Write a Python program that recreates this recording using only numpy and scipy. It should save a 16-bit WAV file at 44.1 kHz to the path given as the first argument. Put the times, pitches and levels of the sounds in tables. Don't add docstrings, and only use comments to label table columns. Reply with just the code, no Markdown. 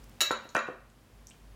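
import sys
import numpy as np
from scipy import signal
from scipy.fft import rfft, irfft
from scipy.io import wavfile
from scipy.ndimage import uniform_filter1d

SR = 44100
rng = np.random.default_rng(int(sys.argv[2]) if len(sys.argv) > 2 else 0)


def undo_db(level):
    steps = np.asarray(level, float) / 20
    return 10 ** steps


def unload_wav(signal):
    wavfile.write(
        sys.argv[1],
        SR,
        np.round(np.clip(np.atleast_2d(signal).T, -1, 1) * 32767).astype(np.int16),
    )


N = 68355

# start in seconds, small bowl level in dB, large bowl level in dB,
# best-struck pitch in Hz, reach around it in octaves.
GLASS_CONTACTS = [
    (0.21205, -24.5, -27, 4780, 2.36),
    (0.2061, -30, -28.5, 4275, 2.58),
    (0.2184, -30, -26, 7100, 4.89),
    (.3135, -34, -47.5, 3930, 1.096),
    (0.49, -44.5, -51, 5570, 0.345),
    (0.5577, -25.5, -67.5, 2883, 0.263),
    (0.5899, -35, -62, 5240, 0.336),
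    (0.67, -37.5, -61.5, 2660, 0.23),
    (.5787, -50.5, -68, 12660, 0.32),
    (0.441, -48.5, -86, 15800, 0.154),
]
# start in seconds, level in dB, contact time in ms, crack level in dB.
COUNTER_KNOCKS = [(0.3081, -24, 0.155, -47.5), (0.5494, -32.5, 0.59, -28.5), (0.5521, -21, 0.243, -33.5),
                  (0.565, -24.5, 0.268, -61), (0.5692, -25.5, 0.29, -47.5), (0.58, -36, 0.51, -54.5),
                  (0.6799, -38.5, 0.329, -57), (0.6861, -27, 0.893, -64), (0.701, -35.5, 1.63, -61),
                  (0.7089, -34, 1.47, -66.5), (.805, -59.5, 0.62, -61), (.454, -36.5, 1.13, -65.5)]


def table(rows, hz):
    rows = np.array(rows)
    return np.interp(np.log(np.maximum(hz, 1)), np.log(rows[:, 0]), rows[:, 1])


def unit(x):
    return x / np.sqrt(np.mean(x ** 2))


def add(track, start_s, x):
    i = int(start_s * SR)
    track[i:i + len(x)] += x[:N - i]


def noise(gain):
    spectrum = rfft(rng.standard_normal(N))
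    return unit(irfft(spectrum * gain(np.fft.rfftfreq(N, 1 / SR)), N))


def burst(hz, ms, width):
    t = np.arange(2048) / SR
    grain = rng.standard_normal(2048) * np.exp(-3 * t / (ms / 1000))
    edges = np.clip([hz / (1 + width), hz * (1 + width)], 50, .45 * SR)
    x = signal.sosfilt(signal.butter(2, edges, "band", fs=SR, output="sos"), grain)
    return x / np.abs(x).max()


def ring(modes, spread_db, best_hz=990.0, octaves=26.0):
    t = np.arange(SR // 2) / SR
    hz, db, t60 = np.array(modes).T[:, :, None]
    luck = rng.standard_normal((2,) + hz.shape)
    off_pitch = np.log2(hz / best_hz) / octaves
    gain = np.sign(luck[1]) * undo_db(db + spread_db * luck[0] - 5.2 * off_pitch ** 2)
    decay = 1000. ** (-t / np.maximum(t60, .005))
    return np.sum(gain * np.sin(2 * np.pi * hz * t) * decay, axis=0)


def air():
    # frequency in Hz, level in dB per Hz.
    air_colour = [(150, -32), (260, -2), (555, -7), (671, -7.5), (947, -9.5), (1030, -9), (1160, -11),
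                  (16000, -27.5)]
    # centre in Hz, width in Hz, level in dB.
    hum_bands = [
        (50.35, 5.7, -60),
        (110.3, 74, -65.5),
        (191, 116, -68.5),
        (235, 11, -75.5),
        (11050, 400, -88),
    ]
    level_db, flicker_db = -64.5, .5
    steps = np.repeat(rng.standard_normal(N // 2048 + 1), 2048)[:N]
    flicker = unit(uniform_filter1d(steps, 2048))
    hiss = noise(lambda f: undo_db(table(air_colour, f)) * (f > 120))
    out = undo_db(level_db + flicker_db * flicker) * hiss
    for hz, width, db in hum_bands:
        out += undo_db(db) * noise(lambda f: 1 / (1 + ((f - hz) / (width / 2)) ** 4))
    return out


def kitchen(x):
    # frequency in Hz, decay time t60 in seconds (a negative value makes the band grow instead of
    room_t60 = [(150, -0.23), (500, 0.294), (1500, 0.2732), (4000, 0.2979), (8000, 0.131), (15000, -0.1028)]
    # frequency in Hz, send level in dB.
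    room_send = [(150, -2), (500, -5.5), (1500, -1), (4000, -2.02), (8000, -1.5), (15000, -7.5)]
    onset_ms = 1.4
    late_db, late_stretch = -7.5, 2.144
    t, tail = np.arange(N) / SR, 0
    for hz in 100 * 2 ** np.arange(0, 7.6, .5):
        gone = -t / table(room_t60, hz)
        fade = 1000. ** gone + undo_db(late_db) * 1000. ** (gone / late_stretch)
        fade = fade * (1 - np.exp(-t / (onset_ms / 1000)))
        band = noise(lambda f: np.exp(-(np.log2((f + 1) / hz) / 0.386) ** 2))
        send = undo_db(table(room_send, hz)) * np.sqrt(hz / SR)
        tail = tail + band * fade / np.sqrt(np.sum(fade ** 2)) * send
    return signal.fftconvolve(x, tail)[:N]


def ticks():
    # start in seconds, level in dB, pitch in Hz, ring in ms.
    herb_ticks = [(0.037, -54, 4680, 3.4), (0.041, -48, 6500, 2.46), (.071, -59, 8100, 1.1),
                  (.095, -51.5, 5950, 3.7), (.117, -57, 2930, 1.9), (.0425, -48.5, 12800, 2.6),
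                  (.0955, -51, 13500, 3.3), (.118, -64.5, 12060, 2), (.2065, -49.5, 2530, 4.66),
                  (.5652, -29, 6020, 3.5), (.5525, -46.5, 12610, 2.9), (.901, -57, 3100, 0.17),
                  (0.9009, -52.5, 6750, 0.68), (1.2699, -38.5, 6300, 5), (1.2705, -48, 12400, 4),
                  (1.283, -50, 5830, 7.3), (1.29, -45.5, 6500, 10.3), (1.3004, -41.5, 7640, 2.62),
                  (1.308, -49, 2778, 7.3), (1.3144, -46.5, 2917, 12)]
    rub_s, rub_length_s, rub_hz, rub_db = .515, 0.0117, 13500, -73.5
    out = noise(lambda f: np.exp(-((f - rub_hz) / 1500) ** 2)) * undo_db(rub_db)
    out *= np.exp(-((np.arange(N) / SR - rub_s) / rub_length_s) ** 2)
    for start_s, db, hz, ms in herb_ticks:
        add(out, start_s, undo_db(db) * burst(hz, ms, 0.21))
    return out


def counter():
    # mode in Hz, level in dB, decay time t60 in seconds.
    slab_modes = [(226.02, -28, 0.638), (242.2, -25.5, 0.847), (312.7, -21.5, 0.0735), (459, -8, 0.01425),
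                  (528, -5, 0.0353), (560.1, -4.5, 0.0328), (692.3, -5, 0.0184), (1028.4, -3.5, 0.01787),
                  (1177.3, 0, 0.0192), (1353, -3, 0.0426), (1491.7, 0.5, 0.0239), (1827, 0, 0.0194),
                  (2395, -7.5, 0.0209), (3310, -8.5, 0.0047)]
    crack_hz, crack_ms = 6500, 2.806
    out = np.zeros(N)
    for start_s, db, contact_ms, crack_db in COUNTER_KNOCKS:
        phase = np.clip(np.arange(128) / SR / (contact_ms / 1000), 0, 1)
        push = np.sin(np.pi * phase) + 1e-9
        add(out, start_s, undo_db(db) * np.convolve(ring(slab_modes, 3.87), push / push.sum()))
        add(out, start_s, undo_db(crack_db) * burst(crack_hz, crack_ms, 0.617))
    return signal.sosfilt(signal.butter(2, 159.8, "high", fs=SR, output="sos"), out)


def bowls():
    rim_hz = [2650, 3795, 3897, 3932, 4100, 4285, 6750, 6945, 7170, 10540, 11950, 12300, 14632]
    # level in dB, decay time t60 in seconds.
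    small_ring = [(-6.5, 0.14), (-2.5, .045), (1.5, 0.078), (-11, 0.18), (-3, 0.032), (-5, 0.051),
                  (0.5, 0.057), (-2.5, 0.07), (-13, 0.078), (-5, 0.086), (-3, 0.035), (-9.5, 0.033),
                  (-13, 0.21)]
    # mode in Hz, level in dB, decay time t60 in seconds.
    large_ring = [(319, -12, 0.09), (611, -1.5, 0.0254), (1175, -5.5, 0.0175), (1366, -2, 0.0141),
                  (1621.3, -3, 0.1203), (2285, 0.5, 0.016), (2878.2, 0.5, 0.02), (3475, -9.5, .02),
                  (4552, -9, .03), (5500, -2, 0.01637), (5900, -10.5, 0.026), (6320, -7.5, 0.054),
                  (7630, -7.5, 0.032), (8990, -29.5, 0.0099)]
    held_share = 0.443
    crack_db = 4.5
    out = np.zeros(N)
    for start_s, small_db, large_db, hz, reach in GLASS_CONTACTS:
        share = held_share if start_s > COUNTER_KNOCKS[0][0] else 1
        rim = np.column_stack([rim_hz, small_ring]) * [1, 1, share]
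        small = undo_db(small_db) * ring(rim, .6, hz, reach)
        large = undo_db(large_db) * ring(large_ring, 2.76, hz, reach)
        add(out, start_s, small + large)
        add(out, start_s, undo_db(large_db + crack_db) * burst(2680, 9.3, 1.396))
    return out


def scene():
    duck_db, duck_release_s, open_db, tick_wet_db = -6, 0.551, 4.5, -5
    t = np.arange(N) / SR
    hits, small = bowls() + counter(), ticks()
    duck = np.zeros(N)
    for blow_s in (GLASS_CONTACTS[0][0], COUNTER_KNOCKS[2][0]):
        duck += duck_db * (t > blow_s) * np.exp(-np.maximum(t - blow_s, 0) / duck_release_s)
    floor = air() * undo_db(open_db + uniform_filter1d(duck, 441))
    reverb = kitchen(hits + undo_db(tick_wet_db) * small)
    return (hits + small + reverb + floor)[None]


def roll_off(x):
    return signal.sosfilt(signal.butter(12, 16880, fs=SR, output="sos"), x)


def record(dry):
    low = signal.butter(4, 39.64, "high", fs=SR, output="sos")
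    top = signal.butter(8, 16300, fs=SR, output="sos")
    return roll_off(signal.sosfilt(np.vstack([low, top]), dry))


dry = scene()
out = record(dry)
unload_wav(out)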